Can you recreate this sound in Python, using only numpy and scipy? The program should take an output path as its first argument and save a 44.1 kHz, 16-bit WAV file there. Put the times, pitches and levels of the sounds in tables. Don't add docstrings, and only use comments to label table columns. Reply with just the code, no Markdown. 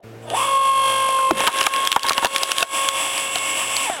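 import sys
import numpy as np
from scipy import signal
from scipy.fft import rfft, irfft
from scipy.io import wavfile
from scipy.ndimage import uniform_filter1d, minimum_filter1d, map_coordinates

SR = 44100
rng = np.random.default_rng(int(sys.argv[2]) if len(sys.argv) > 2 else 0)


def bounce(signal):
    frames = np.transpose(np.atleast_2d(signal))
    limited = np.clip(frames, -1, 1)
    pcm = np.round(limited * 32767).astype(np.int16)
    wavfile.write(sys.argv[1], SR, pcm)


N = 176400


def undb(db):
    return 10 ** (np.asarray(db) / 20)


def unit(x):
    return x / np.sqrt(np.mean(x ** 2))


def curve(rows, axis=1):
    rows = np.array(rows)
    return np.interp(np.arange(N) / SR, rows[:, 0], rows[:, axis])


def colour(x, points):
    size = 4096
    hz, db = np.array(points).T
    f = np.maximum(np.fft.rfftfreq(size, 1 / SR), 1)
    gain = undb(np.interp(np.log(f), np.log(hz), db))
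    cepstrum = irfft(np.log(gain))
    cepstrum[1:size // 2] *= 2
    cepstrum[size // 2 + 1:] = 0
    impulse = irfft(np.exp(rfft(cepstrum)))
    return signal.fftconvolve(x, impulse)[:len(x)]


def ring(x, hz, width_hz):
    return signal.lfilter(*signal.iirpeak(hz, hz / width_hz, fs=SR), x)


def low_pass(x, hz, order):
    return signal.sosfilt(signal.butter(order, hz, fs=SR, output="sos"), x)


def noise():
    return rng.standard_normal(N)


def walk(rate):
    k = int(SR / rate)
    steps = np.repeat(noise()[:N // k + 1], k)
    smooth = uniform_filter1d(uniform_filter1d(steps, k), k)
    return unit(smooth[:N])


def waver(hz, width_hz):
    phase = 2 * np.pi * np.cumsum(hz) / SR
    slow = lambda: unit(low_pass(noise(), width_hz, order=2))
    return slow() * np.sin(phase) + slow() * np.cos(phase)


def wood_ring(hz, width, t):
    stray = np.cumsum(rng.standard_normal(len(t))) * np.sqrt(2 * np.pi * width * hz / SR)
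    return np.sqrt(2) * np.sin(2 * np.pi * hz * t + uniform_filter1d(stray, size=20))


# time in seconds, level in dB before the resonance.
WHINE_LEVEL = [(.2, -70), (.24, -33), (.31, -40.5), (.34, -23), (.45, -22), (.56, -11), (.7, -8.5),
               (.92, -17.5), (1.28, -15), (1.42, -20.5), (1.62, -17), (1.85, -18.5), (2.5, -21),
               (2.84, -19.5), (3.1, -28), (3.65, -29.5), (3.82, -26.5), (3.885, -23.5), (3.95, -30),
               (4.0, -20)]
WHINE_PEAK_HZ, WHINE_WIDTH_HZ = 909, 268
THIRD_DB = -12.5
WHINE_FLUTTER_DB, SPIN_UP_FLUTTER_DB = 1.5, 9.5
WHINE_WOBBLE_RAD = 0.062


def gear_whine(hz, shaft, mesh, unsteady):
    flutter = (WHINE_FLUTTER_DB + SPIN_UP_FLUTTER_DB * unsteady) * walk(rate=51)
    wobble = WHINE_WOBBLE_RAD * (np.sin(shaft) + np.cos(2 * shaft))

    def picked(order):
        resonance = np.exp(-((order * hz - WHINE_PEAK_HZ) / WHINE_WIDTH_HZ) ** 2)
        return np.sin(order * mesh + wobble) * resonance
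    tones = picked(order=2) + undb(THIRD_DB) * picked(order=3)
    return np.sqrt(2) * tones * undb(curve(WHINE_LEVEL) + flutter)


# multiple of the mesh rate, level in dB against the rattle.
MESH_TONES = [(1, -7.5), (3, -15.5), (4, -19.5), (5, -12.5), (6, -9), (8, -22.5), (14, -24)]


def gear_tones(mesh):
    return sum(np.sqrt(2) * undb(db + 3.6 * walk(rate=6.34)) * np.sin(k * mesh) for k, db in MESH_TONES)


# frequency in Hz, relative level in dB.
RATTLE_COLOUR = [(200, -48), (450, -3.5), (1050, 10), (1400, -3.5), (2300, -5), (2800, 7.5), (3500, 0.5),
                 (4100, -9.5), (6800, -9.5), (7600, -9.5), (8100, -19.5), (9200, -1.5), (11400, -9.5),
                 (12200, -14), (16000, -24.5)]
HOUSING_RINGS = [3473, 8480, 8900, 10010, 10650, 11090]
HOUSING_WIDTH_HZ, HOUSING_DB = 110, 11


def gear_rattle(knocking):
    housing = sum(ring(knocking, f, HOUSING_WIDTH_HZ) * undb(2 * walk(rate=10.08)) for f in HOUSING_RINGS)
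    return unit(colour(knocking + undb(HOUSING_DB) * housing, RATTLE_COLOUR))


# frequency in Hz, relative level in dB.
OIL_COLOUR = [(60, -47), (200, -23), (300, 0), (470, -18.5), (640, 3.5), (850, 0.5), (1100, 6.5),
              (1400, -5), (2300, 3), (2900, 8), (3400, 1), (4000, -11), (5800, -5), (6700, -8.5),
              (7700, 1.5), (10800, -3), (12400, -16)]
SPURT_GAIN, SPURT_HZ = 0.825, 4450
TOOTH_DEPTH = 0.35
CASING_HZ, CASING_WIDTH_HZ, CASING_DB = 7738, 120, -7


def rushing_oil(wear, mesh):
    spurts = wear * np.sign(np.sin(mesh))
    sharp_spurts = spurts - low_pass(spurts, SPURT_HZ, order=1)
    flow = low_pass(noise(), SPURT_HZ, order=1) + 0.3 * noise() + SPURT_GAIN * sharp_spurts
    oil = unit(colour(flow * (1 + TOOTH_DEPTH * np.sin(mesh)), OIL_COLOUR)) * undb(1.9 * walk(rate=29))
    casing = ring(wear + 0.65 * noise(), CASING_HZ, CASING_WIDTH_HZ)
    casing = unit(ring(casing, CASING_HZ, 2 * CASING_WIDTH_HZ))
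    return oil + undb(CASING_DB) * casing


# time in seconds, level of each tone in dB against the rattle.
SINGING_LEVEL = [(2.4, -16), (2.95, -16.5), (3.55, -0.5), (3.65, -9), (3.75, -6.5), (3.92, -6)]
SINGING_MULTIPLES = (44, 45, 55, 56, 61)


def singing_tones(shaft):
    tones = sum(np.sqrt(2) * np.sin(k * shaft) * undb(2 * walk(rate=12)) for k in SINGING_MULTIPLES)
    return tones * undb(curve(SINGING_LEVEL))


# time in seconds, gear mesh rate in Hz.
PUMP_SPEED = [(.22, 327.8), (.33, 309.5), (.365, 500), (.39, 537), (.45, 547.6), (.55, 542.6), (.95, 535.3),
              (1.3, 528.6), (1.42, 537.9), (1.8, 541.4), (2.3, 544.9), (3.85, 544.1), (3.87, 453),
              (3.94, 346), (4.0, 252)]
# time in seconds, gear rattle in dB, rushing oil in dB.
PUMP_LEVELS = [(.15, -110, -110), (.23, -68, -50.5), (.29, -43, -60), (.37, -30.5, -26), (.48, -30, -33.5),
               (.6, -30.5, -35.5), (.9, -25.5, -35), (1.28, -32, -37), (1.42, -27, -31), (2.0, -31, -35),
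               (2.8, -28, -26.5), (3.15, -31.5, -27.5), (3.6, -36.5, -25), (3.85, -32.5, -24.5),
               (3.94, -43.5, -31), (4.0, -40.5, -44)]
TEETH = 11
TURN_DEPTH = 0.36
SPEED_JITTER, SPIN_UP_JITTER = .00015, 0.02913
SPIN_UP_S = .5


def pump():
    t = np.arange(N) / SR
    unsteady = np.clip((SPIN_UP_S - t) / 0.088, 0, 1)
    hz = curve(PUMP_SPEED) * (1 + (SPEED_JITTER + SPIN_UP_JITTER * unsteady) * walk(rate=130))
    turns = np.cumsum(hz) / SR / TEETH
    shaft = 2 * np.pi * turns
    mesh = TEETH * shaft
    once_a_turn = 1 + TURN_DEPTH * np.sin(shaft)
    whine = gear_whine(hz, shaft, mesh, unsteady)
    gears = gear_tones(mesh) * once_a_turn
    size = 800
    wear = map_coordinates(rng.standard_normal(size), [turns % 1 * size], order=5, mode="grid-wrap")
    gears = gears + gear_rattle(wear * once_a_turn)
    oil = rushing_oil(wear, mesh)
    gears = gears + singing_tones(shaft)
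    return whine + gears * undb(curve(PUMP_LEVELS)) + oil * undb(curve(PUMP_LEVELS, axis=2))


# time in seconds, level in dB.
VALVE_LEVEL = [(.2, -52), (.3, -33.5), (.345, -19.5), (.48, -27.5), (.58, -35), (3.8, -45), (3.9, -37),
               (3.95, -58)]


def valve():
    return waver(2 * curve(PUMP_SPEED), width_hz=115) * undb(curve(VALVE_LEVEL))


# time in seconds, level in dB.
HUM_LEVEL = [(.02, -140.5), (.045, -37.5), (.41, -38), (.56, -48.5), (.92, -40), (1.25, -56), (2.5, -62),
             (3.7, -47.5), (4.0, -63)]
# multiple of the hum's pitch, level in dB against the hum level.
HUM_TONES = [(1, -5.5), (2, -12), (3, -11.5), (4, -8.5), (5, -17)]
HUM_START_HZ, HUM_RUN_HZ = 113, 117.5


def motor():
    pitch = curve([(.15, HUM_START_HZ), (.35, HUM_RUN_HZ)])
    phase = 2 * np.pi * np.cumsum(pitch) / SR
    tones = sum(undb(db + 1.2 * walk(rate=4.48)) * np.sin(k * phase) for k, db in HUM_TONES)
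    return np.sqrt(2) * undb(curve(HUM_LEVEL)) * tones


# start in seconds, level in dB, ring in Hz.
SPLINTERS = [(.301, -20, 2730), (1.089, -21, 2450), (1.3097, -12, 2470), (1.404, -12.5, 2420),
             (1.469, -11.5, 3100), (1.4742, -1, 3130), (1.4785, -6, 2920), (1.5873, -16.5, 5505),
             (1.609, -12.5, 3014), (1.6116, -10.5, 2697), (1.6288, -12.5, 4930), (1.639, -13, 2960),
             (1.6655, -1, 2480), (1.737, -11.5, 2490), (1.7621, -16.5, 3400), (1.8514, -14.5, 6360),
             (1.8727, -2.5, 3110), (1.9168, -3.5, 2900), (1.9265, -5, 3110), (1.9617, -8.5, 3240),
             (1.994, -8.5, 2925), (2.032, -8, 4660), (2.0854, -10, 4890), (2.0942, 0.5, 4330),
             (2.12, -7, 2700), (2.132, -6.5, 5830), (2.179, -6.5, 2790), (2.2462, 0, 2660),
             (2.255, -2, 3070), (2.2686, -6.5, 4300), (2.3487, -20, 5540), (2.3612, -4.5, 3440),
             (2.382, -10, 5394), (2.4326, 0, 5110), (2.5171, -2, 5560), (2.5822, -7.5, 3074),
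             (2.6067, -13, 3473), (2.6267, 6, 2800), (2.887, -5, 3487), (3.1789, -16, 4510),
             (3.3565, -12.5, 3020), (3.384, -18, 3472), (3.7661, -9, 4444)]
# frequency in Hz, relative level in dB.
SPLINTER_COLOUR = [(300, -13.5), (1000, 1), (3000, 7), (6000, 0), (10000, -1.5), (16000, -16)]
SNAP_S, SNAP_DOUBLING_DB = 0.0013, 26.5
SNAP_WIDTH, SNAP_RING_DB, SNAP_RING_CYCLES = 0.058, -2.5, 4.73
TAIL_S, TAIL_DB = .02, -20


def snaps():
    out, t = np.zeros(N + SR), np.arange(SR // 10) / SR
    burst = lambda age: age * np.exp((1 - age ** 2) / 2)
    for at, db, hz in SPLINTERS:
        age = t / (SNAP_S * 2 ** (db / SNAP_DOUBLING_DB))
        tail = undb(TAIL_DB) * np.minimum(age, 1) * np.exp(-t / TAIL_S)
        tear = (burst(age) + tail) * unit(colour(rng.standard_normal(len(t)), SPLINTER_COLOUR))
        ringing = undb(SNAP_RING_DB) * burst(t * hz / SNAP_RING_CYCLES) * wood_ring(hz, SNAP_WIDTH, t)
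        start = int(at * SR)
        out[start:start + len(t)] += undb(db) * (tear + ringing) / np.sqrt(2)
    return out[:N]


# start in seconds, level in dB, ring in Hz, decay in milliseconds.
LOG_KNOCKS = [(1.089, -13, 603, 2), (1.188, -18.5, 1400, 6), (1.308, -1.5, 652, 4.1),
              (1.405, -6.5, 910, 2.9), (1.436, -11.5, 880, 4), (1.473, -2.5, 1290, 6.7),
              (1.48, -2, 972, 9.8), (1.612, -10, 1102, 4.6), (1.6665, -2, 1184, 5.1),
              (1.9622, 2.5, 982, 7.9), (2.043, -13.5, 925, 8.6), (2.107, 0, 1145, 6.5),
              (2.1794, -6.5, 986, 7.2), (2.225, -12.5, 971, 9.7), (2.2463, 7, 785, 2.6),
              (2.2549, 2.5, 940, 7.4), (2.6256, -3.5, 681, 10.5), (3.3571, -13.5, 770, 4.46),
              (3.897, -14, 714, 5.56)]
# frequency in Hz, relative level in dB.
THUD_COLOUR = [(40, -28.5), (700, 2), (1600, 1), (4000, -27.5)]
KNOCK_WIDTH, KNOCK_THUD_DB, ATTACK_S = 0.058, -1.5, 0.0012


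def knocks():
    out, t = np.zeros(N + SR), np.arange(SR // 10) / SR
    for at, db, hz, decay_ms in LOG_KNOCKS:
        envelope = (1 - np.exp(-t / ATTACK_S)) * np.exp(-t / (decay_ms / 1000))
        thud = unit(colour(rng.standard_normal(len(t)), THUD_COLOUR))
        body = unit(wood_ring(hz, KNOCK_WIDTH, t) + undb(KNOCK_THUD_DB) * thud)
        start = int(at * SR)
        out[start:start + len(t)] += undb(db) * envelope * body
    return out[:N]


# time in seconds, pitch in Hz, level in dB.
LOG_GROAN = [(1.305, 372.6, -88), (1.313, 335, -9), (1.345, 203, -31), (1.43, 210, -46), (1.6, 258, -81)]


def groan():
    return waver(curve(LOG_GROAN), width_hz=66) * undb(curve(LOG_GROAN, axis=2))


# time in seconds, level in dB.
TEARING_LEVEL = [(1.29, -75), (1.33, -35), (1.41, -26), (1.65, -29), (1.95, -35), (2.08, -26), (2.35, -35),
                 (2.61, -29), (2.7, -44), (3.5, -39)]
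# frequency in Hz, relative level in dB.
FIBRE_COLOUR = [(100, -31), (300, -7), (800, 3), (1600, 1.5), (3000, -3), (4000, -13), (16000, -34)]
FIBRES_PER_S, FIBRE_SPREAD_DB = 420, 2.6
TICKS_PER_S, TICK_DB = 70, -5


def fibres():
    sizes = undb(FIBRE_SPREAD_DB * np.minimum(rng.exponential(size=N), 3)) * np.sign(noise())
    t = np.arange(SR // 50) / SR

    def crackle(per_s, points):
        clicks = (rng.random(N) < per_s / SR) * sizes
        wood = rng.standard_normal(len(t)) * np.exp(-t / .0006)
        return unit(colour(signal.fftconvolve(clicks, wood)[:N], points))
    tearing = crackle(FIBRES_PER_S, FIBRE_COLOUR)
    ticks = undb(TICK_DB) * crackle(TICKS_PER_S, SPLINTER_COLOUR)
    return (tearing + ticks) * undb(curve(TEARING_LEVEL))


# frequency in Hz, relative level in dB.
YARD_COLOUR = [(30, -11), (110, -4), (440, 3.5), (700, -6.5), (2100, -8), (4000, -19.5), (15000, -29.5)]
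YARD_DB = -44.679


def yard():
    fade_in = curve([(.025, 0), (.04, 1)])
    return unit(colour(noise(), YARD_COLOUR)) * undb(YARD_DB) * fade_in


def scene():
    background = yard()
    squeal = valve()
    log_groan = groan()
    machine = pump() + squeal + motor()
    log = snaps() + knocks() + log_groan + fibres()
    return (machine + log + background)[None]


MIC_DIP_HZ, MIC_DIP_WIDTH_HZ, MIC_DIP_DEPTH = 1996, 104, 0.86
AGC_DB, AGC_WINDOW_S = -15.5, 0.0071
AGC_ATTACK_S, AGC_HOLD_S, AGC_RELEASE_DB_S = 0.0033, 0.023, 197
CEILING, TOP_HZ = .75, 16000


def record(dry):
    x = dry[0] - MIC_DIP_DEPTH * ring(dry[0], MIC_DIP_HZ, MIC_DIP_WIDTH_HZ)
    window, hold = int(AGC_WINDOW_S * SR), int(AGC_HOLD_S * SR)
    power = uniform_filter1d(x ** 2, window, origin=(window - 1) // 2)
    wanted_db = np.minimum(AGC_DB - 10 * np.log10(np.abs(power) + 1e-12), 0)
    held_db = minimum_filter1d(wanted_db, hold, origin=(hold - 1) // 2)
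    ramp = AGC_RELEASE_DB_S * np.arange(N) / SR
    released_db = np.minimum.accumulate(held_db - ramp) + ramp
    step = 1 / (AGC_ATTACK_S * SR)
    x = x * undb(signal.lfilter([step], [1, step - 1], released_db))
    size = 45
    peak_gain = minimum_filter1d(CEILING / np.maximum(np.abs(x), CEILING), size)
    x = x * uniform_filter1d(peak_gain, size)
    return signal.sosfilt(signal.ellip(10, .2, 80, TOP_HZ, fs=SR, output="sos"), x)[None]


dry = scene()
out = record(dry)
bounce(out)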